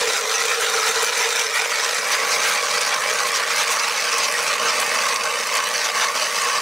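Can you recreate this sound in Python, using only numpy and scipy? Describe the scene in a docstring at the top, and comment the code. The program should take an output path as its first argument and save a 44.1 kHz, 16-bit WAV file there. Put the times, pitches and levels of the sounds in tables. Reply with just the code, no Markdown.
"""Out on thick river ice, a camera's stereo microphone a few metres from a hand-cranked steel auger.
From the start each push on the crank breaks off dense, uneven chips that ring auger and hole: noise
driven by random chip forces, through resonances. Bigger flakes snap off now and then as noise bursts.
From 1.35 s the blades sink, the ringing changes and a hollow tone fades in, from 2 s swinging with each half turn.
A faint breeze puffs at the start, at 2.5, 4.47 and 6.04 s; a limiter holds down the sharpest peaks throughout."""
import sys
import numpy as np
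from scipy import signal
from scipy.fft import rfft, irfft, next_fast_len
from scipy.io import wavfile
from scipy.ndimage import uniform_filter1d, minimum_filter1d, map_coordinates

SR = 44100
rng = np.random.default_rng(int(sys.argv[2]) if len(sys.argv) > 2 else 0)


def log_audio(samples):
    """Write samples as a 16-bit WAV file to the path given in sys.argv[1]."""
    # one column per channel
    frames = np.atleast_2d(samples).T
    # limit to full scale, then quantise
    limited = np.clip(frames, -1, 1)
    pcm = np.round(limited * 32767).astype(np.int16)
    wavfile.write(sys.argv[1], SR, pcm)


N = 291501

# how far the blades have sunk in: t/s, depth (0 surface, 1 sunk, 2 deep)
BLADE_DEPTH = [(1.35, 0), (1.95, .75), (2.3, .75), (4.1, 1.7), (4.9, 2)]
# pushes on the crank: t/s, length/s, then lift over the idle scrape: grinding/dB, crunch/dB, splinter/dB
PUSHES = [(-0.05, .29, 4, 4, 5), (0.249, 0.343, 3.5, 2.5, 4.5), (0.579, 0.55, 4.5, 5, 4.5),
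          (1.106, 0.38, 4.5, 5.5, 5), (1.516, 0.17, 4.5, 3, 3.5), (1.672, 0.38, 3.5, 3.5, 3),
          (2.035, 0.39, 4, 2.5, 3), (2.399, .23, 5, 5.5, 6.5), (2.62, 0.38, 2.5, 4, 1),
          (2.995, 0.29, 3, 3, 1.5), (3.244, 0.25, 4, 0.5, 0), (3.458, 0.47, 3.5, 4, 1.5),
          (3.923, 0.38, 3.5, 5, 0.5), (4.31, .26, 4, 2, 4), (4.602, 0.56, 3.5, 3.5, 3),
          (5.223, .39, 1, 1, 1), (5.72, 0.2, 2.5, 6, 0), (5.944, .15, 4, 4.5, 5),
          (6.144, 0.48, 1.5, 3.5, 2)]
PUSH_ATTACK_S, PUSH_RELEASE_S = 0.034, 0.05
# scrape between pushes: grinding level/dB, crunch level/dB, splinter level/dB
IDLE_LEVELS = [-27, -29.5, -35.5]
UNEVEN_DB, UNEVEN_RATE_HZ = 0.23, 20  # uneven hardness of the ice: scale of the drift, knots a second
# the blades dig in for a moment: t/s, extra grinding/dB, extra crunch/dB, extra splinter/dB
BITES = [(0.37, 1.5, 6, -4), (0.51, 4.5, 3.5, 0), (0.63, 1.5, -4, 4), (0.88, 5, 2, 5), (1.035, -1, -2, 2),
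         (1.2, 2.5, 0, 4), (1.56, 3.5, -1, 4), (2.135, 7, 9, 3), (2.33, 3, 11, 3), (2.47, 6, 1, 3.5),
         (2.58, 3, 1, -7), (2.83, 2, 3, -2), (2.93, 6.5, 1, -3), (3.03, 4.5, 0, 3), (3.28, -3, 2, 6.5),
         (3.36, 0, 8.5, 3), (3.61, 4, 5, 3), (3.72, 2, 1, 10), (4.245, 2, 5, 1), (4.69, 4.5, 6.5, -9),
         (4.82, 4, -5, 4), (5.57, 6, 4, 2), (6.03, 3, 4, -10), (6.41, 2, 1, 3)]
BITE_HALF_S = 0.023  # from the peak of a bite to 1/e of it
# the auger's low drone: t/s, level/dB
DRONE_LEVEL = [(0.05, -26.5), (0.33, -31.5), (0.72, -29.5), (1.4, -32), (1.82, -34.5), (2.35, -30),
               (2.65, -33.5), (3.25, -32.5), (3.85, -35), (4.75, -30.5), (5.3, -33.5), (6.6, -35)]
# half turns of the sunk auger: start t/s, peak level of the hollow ring/dB
HALF_TURNS = [(2.0, -26), (2.43, -28.5), (2.8, -29), (3.1, -27.5), (3.46, -26.5), (4.0, -28), (4.44, -26),
              (4.89, -25.5), (5.38, -26.5), (5.81, -25.5), (6.25, -25.5)]
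LAST_HALF_TURN_S = 0.574
HOLLOW_HZ, HOLLOW_SAG_HZ = 1145, 39.82  # pitch at rest, its fall in mid swing
HOLLOW_DIP_DB = 9  # dip between swings
# flakes that snap off: t/s, burst level/dB, splinter level against the burst/dB
SNAPS = [(0.1327, -20, -11), (0.4208, -17, -26), (0.454, -24, -4), (1.026, -18, -3), (1.044, -18, -10),
         (1.3932, -12, -17), (1.8438, -12, -24), (2.118, -5, -16), (2.711, -13, -25), (2.812, -17, -14),
         (2.942, -11, -31), (3.5828, -17, -17), (3.7945, -8, -32), (4.182, -16, -7), (4.241, -12, -21),
         (4.683, -8, -26), (4.7984, -14, -9), (5.086, -13, -19), (5.159, -16, -25), (5.235, -16, -18),
         (5.5514, -23, 0), (5.5683, -27, 1), (6.02, -14, -30)]
# broad colours of the cut, before resonances: f/Hz, relative density level/dB
DRONE_COLOUR = [(30, -66), (80, -37), (150, -17), (240, -13), (325, -20), (380, -16), (430, -6), (620, 2.5),
                (720, -14), (900, -11.5), (1500, -46)]
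GRIND_COLOUR = [(100, -85), (350, -36), (600, -11), (820, -6.5), (1300, -0.5), (2400, 0), (2800, -6),
                (3300, -9), (4500, -12.5), (9000, -66.5)]
CRUNCH_COLOUR = [(200, -72), (900, -65), (2500, -4.5), (3300, -7), (4800, -1.5), (6400, -2), (7000, -9.5),
                 (8000, -10), (10000, -17.5), (15000, -30)]
SPLINTER_COLOUR = [(300, -63), (3000, -39.5), (6500, -2), (8300, -1.5), (10600, -6), (12200, -14),
                   (15500, -16)]
# fine ice powder hissing along the blades: f/Hz, relative density level/dB
POWDER_COLOUR = [(2000, -40), (8000, -14), (11500, 2), (15500, 3)]
# resonances with the blades near the surface: f/Hz, width/Hz, lift/dB
SHALLOW_MODES = [(455.4, 100, 21), (780, 66, 6), (998, 120, 5.5), (1295, 100, 3.5), (1380, 110, 3.5),
                 (1940, 97, 5), (2370, 66, 5), (3750, 630, 6.5), (5960, 960, 4.5), (7260, 300, 5.5),
                 (10000, 500, 0.5), (14100, 600, 6)]
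# resonances with the blades sunk in the hole: f/Hz, width/Hz, lift/dB
SUNK_MODES = [(473, 62, 8), (593, 36, 3.5), (828, 31, 8), (1000, 48, 4.5), (1298, 22, 5.5),
              (1570, 120, 2.5), (1930, 120, 3.5), (2290, 95, 5), (2460, 160, -0.5), (4830, 410, 1.5),
              (5860, 210, 3.5), (8580, 250, 1), (10600, 400, -0.5), (14200, 600, 2.5)]
# resonances with the blades deep in the hole: f/Hz, width/Hz, lift/dB
DEEP_MODES = [(243, 110, 3.5), (471, 43, 11), (603, 50, 2), (875, 150, 7.5), (1300, 50, 1), (1540, 58, 3.5),
              (1850, 200, 3.5), (2130, 110, 2.5), (2624, 91, 6.5), (2984, 96, 7.5), (4660, 380, 3.5),
              (5980, 310, 4), (8700, 280, 1), (14100, 600, 3)]
# stereo width: f/Hz, side level against the direct sound/dB
SIDE_LEVEL = [(40, -45), (110, -24), (380, -22), (470, -27), (700, -20), (950, -19.5), (1150, -24),
              (1800, -25), (2300, -20), (3100, -17.5), (4000, -20), (4650, -27), (5200, -21), (5900, -20),
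              (6500, -31), (7400, -21), (8000, -20), (9200, -34), (11300, -21), (12500, -38)]
# typical lean of the auger's sound to the right: f/Hz, left minus right level/dB
RIGHT_LEAN = [(150, -.1), (350, -.2), (430, -1.4), (950, -1.5), (1400, -1), (1950, -.4), (2400, -1.8),
              (2900, -2.7), (3700, -1.5), (4500, -.2), (5900, -.7), (12000, 0)]
# how far the auger stands to the right: t/s, multiple of the typical lean
OFF_CENTRE = [(0, .7), (2.5, 1.1), (4.8, 1.4), (6.0, .9)]
# colour of the breeze: f/Hz, relative density level/dB
BREEZE_COLOUR = [(20, -16), (60, -21), (150, 6), (1000, -16), (10000, -38)]
BREEZE_DB = -85  # the calm between puffs
# puffs of wind: t/s, half length to 1/e/s, extra level/dB
PUFFS = [(0.0, .15, 19), (2.5, .14, 28), (4.47, 0.036, 13), (6.04, .04, 20)]
TOP_HZ = 15750  # the camera passes nothing from here up


def cutting(grind_db, crunch_db, splinter_db):
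    """Steady shaving and breaking chips drive the auger, the bore and the ice."""
    chips = chipping(rate_hz=300, scatter_db=2.5, life_s=0.00056)
    slivers = chipping(rate_hz=240, scatter_db=13.5, life_s=0.00041)  # the smallest pieces, treble only
    judder = amp(0.58 * wobble(60))  # the blades catch and slip

    def force(shaving, fine=0):
        """Powers of chips, steady shaving and slivers add up, then judder."""
        return judder * np.sqrt(chips ** 2 + shaving ** 2 + (fine * slivers) ** 2)

    drone = in_bore(cracks(force(shaving=1.23), grain=0.41), DRONE_COLOUR)
    grind = in_bore(cracks(force(shaving=1.0), grain=0.64), GRIND_COLOUR)
    crunch = in_bore(cracks(force(shaving=0.85, fine=0.15), grain=0.65), CRUNCH_COLOUR)
    splinter = in_bore(cracks(force(shaving=2.44, fine=1.37), grain=0.49), SPLINTER_COLOUR)

    grind = patchy(grind, depth_db=2.7, width_hz=130, life_s=.04, size=1024)
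    crunch = patchy(crunch, depth_db=3.3, width_hz=240, life_s=.022)
    splinter = patchy(splinter, depth_db=3, width_hz=330, life_s=.018)

    ringing = amp(curves(DRONE_LEVEL)[0]) * drone + hollow_ring(force(shaving=1.6))
    return ringing + amp(grind_db) * grind + amp(crunch_db) * crunch + amp(splinter_db) * splinter


def effort():
    """Levels in dB of grinding, crunch and splinters: pushes rise, hold and let go, and bites ride on them."""
    t = np.arange(N) / SR
    db = np.array(IDLE_LEVELS)[:, None] + UNEVEN_DB * wobble(UNEVEN_RATE_HZ)
    for start, length, *lift_db in PUSHES:
        rise = (t - start) / PUSH_ATTACK_S
        release = (start + length - t) / PUSH_RELEASE_S
        db += np.outer(lift_db, np.clip(np.minimum(rise, release), 0, 1))
    for s, *bite_db in BITES:
        db += np.outer(bite_db, bump(s, BITE_HALF_S))
    return db


def chipping(rate_hz, scatter_db, life_s, count=12000):
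    """Force of chips breaking at random moments: each swells and dies within milliseconds."""
    gaps = rng.exponential(size=count)
    sizes = np.minimum(rng.standard_normal(count), 2.2)  # no giant chips
    at = (np.cumsum(gaps) * SR / rate_hz).astype(int)
    heard = at < N
    power = np.bincount(at[heard], amp(scatter_db * sizes[heard]) ** 2, N)
    u = np.arange(SR // 20) / SR / life_s
    swelling = signal.oaconvolve(power, u ** 2 * np.exp(-u))[:N]
    return unit(np.sqrt(np.abs(swelling)))


def cracks(force, grain):
    """Tiny cracks of uneven size that make up the breaking of the ice."""
    uneven = np.exp(grain * rng.standard_normal(N))
    return unit(force * rng.standard_normal(N) * uneven)


def in_bore(x, colour):
    """The resonances change as the blades sink into the ice: neighbouring stages crossfade."""
    depth = np.clip(curves(BLADE_DEPTH)[0], 0, 2)
    total = 0
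    for stage, modes in enumerate([SHALLOW_MODES, SUNK_MODES, DEEP_MODES]):
        share = np.maximum(0, 1 - np.abs(depth - stage))
        total = total + share * rung(x, colour, modes)
    return unit(total)


def patchy(x, depth_db, width_hz, life_s, size=512):
    """Each piece of ice has pitches of its own: the energy shifts between patches of the spectrum."""
    hz, t, z = signal.stft(x, SR, nperseg=size, noverlap=size // 2)
    knots = rng.standard_normal((256, 1024))
    places = np.meshgrid(hz / width_hz, t / life_s, indexing="ij")
    field = map_coordinates(knots, places, order=1, mode="wrap")
    gain = amp(depth_db * unit(field))
    # the colour changes, the strength of the cut does not
    share = np.mean(np.abs(z) ** 2, axis=1)
    gain /= np.sqrt(share @ gain ** 2 / share.sum())
    return unit(signal.istft(z * gain, SR, nperseg=size, noverlap=size // 2)[1][:N])


def hollow_ring(force, width_hz=135, order=2):
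    """One hollow resonance swells and sags in pitch with every half turn of the sunk blades."""
    t = np.arange(N) / SR
    starts, peak_db = np.transpose(HALF_TURNS)
    ends = np.append(starts, starts[-1] + LAST_HALF_TURN_S)
    turned = np.interp(t, ends, np.arange(len(starts) + 1))  # half turns so far
    swing = np.abs(np.sin(np.pi * turned))
    current = np.minimum(turned.astype(int), len(starts) - 1)
    db = peak_db[current] - HOLLOW_DIP_DB * (1 - swing)
    pitch_hz = HOLLOW_HZ - HOLLOW_SAG_HZ * swing ** 4
    # low-passed complex noise, shifted up to the moving pitch
    kicks = force * (rng.standard_normal(N) + 1j * rng.standard_normal(N))
    swell = signal.sosfilt(signal.butter(order, width_hz / 2, fs=SR, output="sos"), kicks)
    ring = np.real(swell * np.exp(2j * np.pi * np.cumsum(pitch_hz) / SR))
    sunk = np.clip(curves(BLADE_DEPTH)[0], 0, 1)
    return sunk * amp(db) * unit(ring)


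def snaps(life_s=0.0017, crumble_db=-15, crumble_life_s=.004):
    """A flake tears loose in a short burst, then crumbles."""
    t = np.arange(SR // 20) / SR
    burst = t / life_s * np.exp(1 - t / life_s) + amp(crumble_db) * np.exp(-t / crumble_life_s)
    body, bright = np.zeros((2, N + SR))
    for s, db, splinter_db in SNAPS:
        start = round(s * SR)
        body[start:][:len(t)] += amp(db) * burst
        bright[start:][:len(t)] += amp(db + splinter_db) * burst
    noise = rng.standard_normal((3, N))
    knock = amp(-10.5) * rung(noise[0] * body[:N], GRIND_COLOUR, SUNK_MODES)
    crack = amp(-4.5) * rung(noise[1] * body[:N], CRUNCH_COLOUR, SUNK_MODES)
    tick = amp(4.5) * rung(noise[2] * bright[:N], SPLINTER_COLOUR, SUNK_MODES)
    return knock + crack + tick


def powder(splinter_db, level_db=-51, follow=.3):
    """The finest powder hisses evenly and follows the cut only a little."""
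    hiss = unit(rung(rng.standard_normal(N), POWDER_COLOUR))
    return amp(level_db + follow * (splinter_db - splinter_db.mean())) * hiss


def outdoors(x, size=1024):
    """The auger stands slightly to the right; a faint random-phase side signal widens the sound."""
    z = signal.stft(x, nperseg=size)[2]
    random_phase = np.exp(2j * np.pi * rng.random(z.shape))
    diffuse = signal.istft(z * random_phase, nperseg=size)[1][:N]
    side = filtered(np.std(x) * unit(diffuse), lambda hz: amp(along(SIDE_LEVEL, hz)))
    leaning = filtered(x, lambda hz: amp(np.outer([.5, -.5], along(RIGHT_LEAN, hz))))
    return x + curves(OFF_CENTRE)[0] * (leaning - x) + np.array([side, -side])


def air(flutter_db=4.5):
    """A faint breeze, equal in both channels, flutters and comes in small puffs."""
    db = BREEZE_DB + flutter_db * wobble(11)
    for s, half_s, puff_db in PUFFS:
        db += puff_db * bump(s, half_s)
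    return amp(db) * unit(rung(rng.standard_normal(N), BREEZE_COLOUR))


def rung(x, colour, modes=(), size=4096):
    """x through a causal body: a broad colour with resonances on top, as a minimum-phase filter."""
    hz = np.fft.rfftfreq(size, 1 / SR)
    db = along(colour, hz)
    for f, width, lift in modes:
        db = db + lift / (1 + (2 * (hz - f) / width) ** 2)
    # folding the cepstrum makes the answer start at once
    cepstrum = irfft(np.log(amp(db)))
    cepstrum[1:size // 2] *= 2
    cepstrum[size // 2 + 1:] = 0
    answer = irfft(np.exp(rfft(cepstrum)))
    return signal.oaconvolve(x, answer / np.linalg.norm(answer))[:N]


def filtered(x, response):
    """x times a response of frequency, zero-padded against wrap-around."""
    m = 2 * next_fast_len(N // 2 + SR // 8)
    return irfft(rfft(x, m) * response(np.fft.rfftfreq(m, 1 / SR)), m)[..., :N]


def wobble(rate_hz):
    """A smooth random curve, rate_hz knots a second."""
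    return map_coordinates(rng.standard_normal(4000), [np.arange(N) * rate_hz / SR], mode="wrap")


def bump(s, half_s):
    """A smooth rise to 1 at time s, and its fall."""
    return np.exp(-np.minimum(((np.arange(N) / SR - s) / half_s) ** 2, 20))


def curves(rows):
    """One value per sample for each column after the time."""
    s, *cols = np.transpose(rows)
    return [np.interp(np.arange(N) / SR, s, c) for c in cols]


def along(points, hz):
    """Values over f/Hz read on a log axis."""
    f, v = np.transpose(points)
    return np.interp(np.log(hz + 1), np.log(f + 1), v)


def amp(db):
    """Decibels to gain."""
    return 10 ** (np.asarray(db) / 20)


def unit(x):
    """Scaled to rms 1."""
    return x / np.sqrt(np.mean(x ** 2) + 1e-20)


def scene():
    """The auger on the open ice, with the breeze behind it."""
    grind_db, crunch_db, splinter_db = effort()
    auger = cutting(grind_db, crunch_db, splinter_db) + snaps() + powder(splinter_db)
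    return outdoors(auger) + air()


def record(dry, ceiling_db=-10.0, size=45):
    """A fast limiter, one gain for both channels over size samples, then the camera's band limit."""
    peak = np.abs(dry).max(axis=0)
    needed = np.minimum(1, amp(ceiling_db) / (peak + 1e-9))
    gain = uniform_filter1d(minimum_filter1d(needed, size), size)
    return filtered(dry * gain, lambda hz: hz < TOP_HZ)


dry = scene()
out = record(dry)
log_audio(out)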